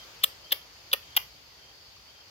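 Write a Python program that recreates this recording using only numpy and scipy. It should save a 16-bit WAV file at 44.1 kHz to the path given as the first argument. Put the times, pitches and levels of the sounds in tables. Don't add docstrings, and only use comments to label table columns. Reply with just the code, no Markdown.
import sys
import numpy as np
from scipy import signal
from scipy.fft import rfft, irfft, next_fast_len
from scipy.io import wavfile
from scipy.ndimage import uniform_filter1d, map_coordinates

SR = 44100
rng = np.random.default_rng(int(sys.argv[2]) if len(sys.argv) > 2 else 0)


def digitize_waveform(pressure):
    field = np.atleast_2d(pressure).T
    bounded = np.clip(field, -1, 1)
    quanta = np.round(bounded * 32767).astype(np.int16)
    wavfile.write(sys.argv[1], SR, quanta)


def nominal_scale(level):
    x = np.asarray(level, float) / 20
    return 10 ** x


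N = 101429


def unit(x):
    return x / np.sqrt(np.mean(x ** 2) + 1e-20)


def along(points, hz):
    point_hz, value = np.transpose(points)
    return np.interp(np.log(hz + 1), np.log(point_hz + 1), value)


def wobble(knots_hz):
    knots = rng.standard_normal(int(N * knots_hz / SR) + 4)
    return map_coordinates(knots, [np.arange(N) * knots_hz / SR])


def filtered(x, response):
    size = next_fast_len(N + SR // 2)
    spectrum = rfft(x, size) * response(np.fft.rfftfreq(size, 1 / SR))
    return irfft(spectrum, size)[..., :N]


def resonances(peaks):
    def response(f):
        total = 0
        for k, (center_hz, width_hz, peak_db) in enumerate(peaks):
            damping = 1j * f * width_hz
            total = total + (-1) ** k * nominal_scale(peak_db) * damping / (center_hz ** 2 - f ** 2 + damping)
        return total
    return response


# freq_hz, correlation
LIKENESS = [(60, 0.91), (180, 0.85), (550, 0.55), (1650, -0.063), (4970, -0.0027), (15000, -0.01)]


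def rush(response, patchy_db):
    z = signal.stft(rng.standard_normal((2, N)), nperseg=512)[2]
    patches = uniform_filter1d(rng.standard_normal(z.shape[1:]), 6, 0)
    patches = uniform_filter1d(patches, 14, 1)
    pair = signal.istft(z * nominal_scale(patchy_db * unit(patches)), nperseg=512)[1][:, :N]

    def spread(hz):
        angle = np.arccos(np.clip(along(LIKENESS, hz), -1, 1)) / 2
        return response(hz) * np.array([np.cos(angle), np.sin(angle)])
    mid, side = filtered(pair, spread)
    return unit(np.array([mid + side, mid - side]))


# freq_hz, density_db (per Hz)
RUMBLE_SPECTRUM = [(15, -45), (30, -21), (50, 2), (75, -0.5), (125, -2.5), (200, -12), (300, -16.5),
                   (500, -47)]


def rumble():
    level_db = -64.5 + 1.5 * wobble(5.5)
    return nominal_scale(level_db) * rush(lambda hz: nominal_scale(along(RUMBLE_SPECTRUM, hz)), patchy_db=0.5)


# freq_hz, density_db (per Hz)
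HISS_SPECTRUM = [(120, -34), (220, -9), (400, -2.5), (800, -2), (1700, -3.5), (3000, -1.5), (4500, -5),
                 (6500, -6), (8600, -22.5), (11000, -17.5), (13000, -14.5), (16000, -18)]


def hiss(sink_db):
    offset_db = 8
    return nominal_scale(offset_db + sink_db) * rush(lambda hz: nominal_scale(along(HISS_SPECTRUM, hz)), patchy_db=1.07)


# freq_hz, width_hz (one pass), peak_db (one pass)
CHORUS_BANDS = [(4396, 320, -0.19), (5065, 480, -1.8)]


def chorus(sink_db):
    base_db, sink_share = -58, 0.5
    swell_db = sink_share * (sink_db - sink_db[-1]) + 0.22 * wobble(5.8) + 0.99 * wobble(40)
    return nominal_scale(base_db + swell_db) * rush(lambda hz: resonances(CHORUS_BANDS)(hz) ** 2, patchy_db=1.1)


# time_s, level_db
BACKGROUND = [(0.0, -57.5), (0.11, -58.5), (0.6, -62), (1.14, -60.5), (1.45, -63.5), (2.3, -63.5)]


def night():
    lean_db = 0.55 * np.array([[1], [-1]])
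    time_s, level_db = np.transpose(BACKGROUND)
    sink_db = np.interp(np.arange(N) / SR, time_s, level_db)
    return rumble() + nominal_scale(lean_db) * (hiss(sink_db) + chorus(sink_db))


def ring(t, hz, t60_s, turn):
    rise_s = .0004
    envelope = nominal_scale(-60 * t / t60_s) * (1 - np.exp(-t / rise_s))
    return envelope * np.sin(2 * np.pi * (hz * t + turn))


# start_s, level_db (before the ring envelope)
TAPS = [(1.967, -48.5), (2.0, -55)]


def taps():
    pitch_hz, t60_s = 1160, 0.024
    t = np.arange(N) / SR
    return sum(nominal_scale(level_db) * ring(np.maximum(t - start_s, 0), pitch_hz, t60_s, 0)
               for start_s, level_db in TAPS)


# start_s, length_s, level_db (before strokes and roughness)
CRICKET_CHIRPS = [(-.09, 0.14, -57), (0.423, 0.23, -58), (0.974, 0.23, -62.5), (1.56, 0.18, -63),
                  (2.07, .17, -63)]


def cricket():
    pitch_hz, stroke_hz, stroke_depth, roughness, edge_s = 3165, 39, .5, 1.1, 0.025
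    t = np.arange(N) / SR
    gate = np.zeros(N)
    for start_s, length_s, level_db in CRICKET_CHIRPS:
        nearest_end_s = np.minimum(t - start_s, start_s + length_s - t)
        gate += nominal_scale(level_db) * np.clip(nearest_end_s / edge_s, 0, 1)
    stroke_phase = np.array([[0], [1.5]])
    strokes = 1 + stroke_depth * np.sin(2 * np.pi * stroke_hz * t + stroke_phase)
    waver = np.array([wobble(170) + 1j * wobble(170) for _ in range(2)])
    carrier = np.exp(2j * np.pi * pitch_hz * t + [[0], [1.6j]])
    return gate * strokes * np.real((1 + roughness * waver) * carrier)


# start_s, ring_db (before radiation), ring_hz, crack_db, knock_db
CONTACT_HITS = [(.2138, -38, 3130, -58, -58), (.2195, -38, 3200, -58, -58), (.2235, -39, 3200, -58, -58),
                (.2295, -34, 3100, -48, -55), (.2328, -28, 3600, -42, -50), (.2352, -20, 3300, -14, -35),
                (.2368, -14, 3300, -13, -30), (.2388, -10, 3500, -7, -28), (.2400, -8, 3400, -10, -25),
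                (.2414, -7, 3600, -11, -24), (.2432, -8, 3200, -13, -25), (.2462, -22, 3000, -30, -33),
                (.5082, -30, 3600, -55, -55), (.5106, -31, 3500, -55, -55), (.5133, -27, 3000, -50, -55),
                (.5172, -24, 3500, -45, -50), (.5192, -19, 3600, -18, -35), (.5212, -13, 3100, -14, -27),
                (.5230, -9, 3500, -11, -30), (.5247, -14, 3500, -11, -32), (.5260, -12, 3400, -14, -32),
                (.5281, -9, 3300, -17, -26), (.5315, -28, 3300, -32, -40), (.9150, -29, 3500, -52, -55),
                (.9172, -22, 3400, -44, -55), (.9205, -31, 3500, -52, -55), (.9228, -36, 3400, -50, -55),
                (.9258, -29, 3400, -40, -50), (.9280, -33, 3200, -31, -48), (.9300, -16, 3300, -8, -38),
                (.9312, -15, 3400, -13, -36), (.9328, -11, 3100, -10, -32), (.9340, -16, 3300, -11, -26),
                (.9352, -7, 3300, -10, -30), (.9372, -17, 3000, -20, -32), (.9392, -18, 2700, -28, -25),
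                (.9456, -31, 2900, -34, -35), (1.1518, -33, 3300, -55, -55), (1.1550, -41, 3100, -58, -58),
                (1.1575, -40, 3100, -58, -58), (1.1650, -16, 3000, -11, -40), (1.1672, -17, 3300, -7, -35),
                (1.1684, -18, 3100, -10, -38), (1.1692, -10, 3100, -11, -36), (1.1714, -12, 3100, -13, -34),
                (1.1731, -16, 2900, -11, -23), (1.1754, -14, 2900, -24, -21), (1.1782, -24, 2900, -30, -35)]
# freq_hz, width_hz, peak_db
METAL_MODES = [(2460, 960, 6.5), (4800, 1800, 0.5), (6480, 610, -19.5), (11080, 1290, 5),
               (12900, 1660, 6.5), (14400, 1200, 4.5), (15300, 830, 4.5)]
# knock_pitch_multiple, level_db (relative), t60_s
KNOCK_MODES = [(1, 3.5, 0.012), (1.6, -4, 0.016), (2.2, 5.5, 0.012), (3.2, 7.5, 0.012)]


def rattle(grip_s, until_s, knock_hz, body_db, zing_db):
    ring_t60_s, partner_ratio, partner_db = .008, 1.14, -11
    crack_t60_s, crack_rise_s, skirt_db = .008, .0004, -22
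    radiation_db, small_hz = 2, 387
    t = np.arange(SR // 20) / SR
    fade = nominal_scale(-60 * t / crack_t60_s) * (1 - np.exp(-t / crack_rise_s))
    shell, crack = np.zeros(N), np.zeros(N)
    for start_s, ring_db, ring_hz, crack_db, knock_db in CONTACT_HITS:
        if not grip_s <= start_s < until_s:
            continue
        turns = rng.random(8)
        grit = fade * rng.standard_normal(len(t))
        grit *= np.linalg.norm(fade) / np.linalg.norm(grit)
        tone = ring(t, ring_hz, ring_t60_s, 0)
        tone += nominal_scale(partner_db) * ring(t, ring_hz * partner_ratio, ring_t60_s, turns[0])
        knock = sum(nominal_scale(level_db) * ring(t, multiple * knock_hz, t60_s, turn)
                    for (multiple, level_db, t60_s), turn in zip(KNOCK_MODES, turns[1:]))
        first = round(start_s * SR)
        shell[first:][:len(t)] += nominal_scale(ring_db + radiation_db) * tone + nominal_scale(knock_db + body_db) * knock
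        crack[first:][:len(t)] += nominal_scale(crack_db) * grit
    metal = resonances([(8400, 650, zing_db)] + list(METAL_MODES))

    def small(hz):
        return (1j * hz / (small_hz + 1j * hz)) ** 2
    return filtered(shell, small) + filtered(crack, lambda hz: small(hz) * (metal(hz) + nominal_scale(skirt_db)))


def scatter(x, t60_of, size):
    hz, t, z = signal.stft(rng.standard_normal((2, size)), SR, nperseg=128)
    tail = signal.istft(z * nominal_scale(-60 * t / t60_of(hz)[:, None]), SR, nperseg=128)[1]
    tail = tail / np.linalg.norm(tail, axis=1)[:, None]
    return signal.fftconvolve(x[None], tail, axes=1)[:, :N]


# freq_hz, left_over_right_db
NEARER_PORT = [(300, 3.5), (1000, 2.5), (3000, 1.5), (8400, 4), (11000, 0), (14000, 1.5)]


def at_ports(x):
    lag_s = .0003
    side = np.array([[-.5], [.5]])
    return filtered(x, lambda hz: nominal_scale(-side * along(NEARER_PORT, hz)) * np.exp(-2j * np.pi * hz * lag_s * side))


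# freq_hz, share
BLUR_SHARE = [(500, 0.7), (3000, 0.07), (12000, 0.99)]


def blur(x):
    t60_s = 0.0079
    return filtered(scatter(x, lambda hz: t60_s + 0 * hz, size=512), lambda hz: along(BLUR_SHARE, hz))


# freq_hz, t60_s
BUSH_DECAY = [(400, 0.26), (2500, 0.24), (6000, 0.32), (14000, 0.22)]
# freq_hz, gain_db (before the answer level of each click)
BUSH_SPECTRUM = [(300, 10), (1800, 2.5), (2600, 7), (3500, -4), (5500, 8.5), (8000, -0.5), (11000, 1),
                 (15500, 6)]


def bushes(x, answer_db):
    far = scatter(x, lambda hz: along(BUSH_DECAY, hz), size=SR // 3)
    return filtered(far, lambda hz: nominal_scale(answer_db + along(BUSH_SPECTRUM, hz)))


# start_s, knock_hz, knock_gain_db, zing_db, bush_answer_db
CLICK_GRIPS = [(0, 560, -2.5, 1.5, -20), (.4, 560, -3, -20, -17), (.7, 573, -1, -34, -19.5),
               (1.1, 961, 0.5, -38, -17)]


def clicks():
    ends_s = [grip[0] for grip in CLICK_GRIPS[1:]] + [N / SR]
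    out = np.zeros((2, N))
    for (start_s, knock_hz, body_db, zing_db, answer_db), until_s in zip(CLICK_GRIPS, ends_s):
        x = rattle(start_s, until_s, knock_hz, body_db, zing_db)
        out += at_ports(x) + blur(x) + bushes(x, answer_db)
    return out


def scene():
    return night() + taps() + cricket() + clicks()


def roll_off(x):
    return signal.sosfilt(signal.butter(12, 16630, fs=SR, output="sos"), x)


def record(dry):
    top_hz = 15900
    mix = filtered(dry, lambda hz: 1 / (1 + (hz / top_hz) ** 60))
    return roll_off(mix)


dry = scene()
out = record(dry)
digitize_waveform(out)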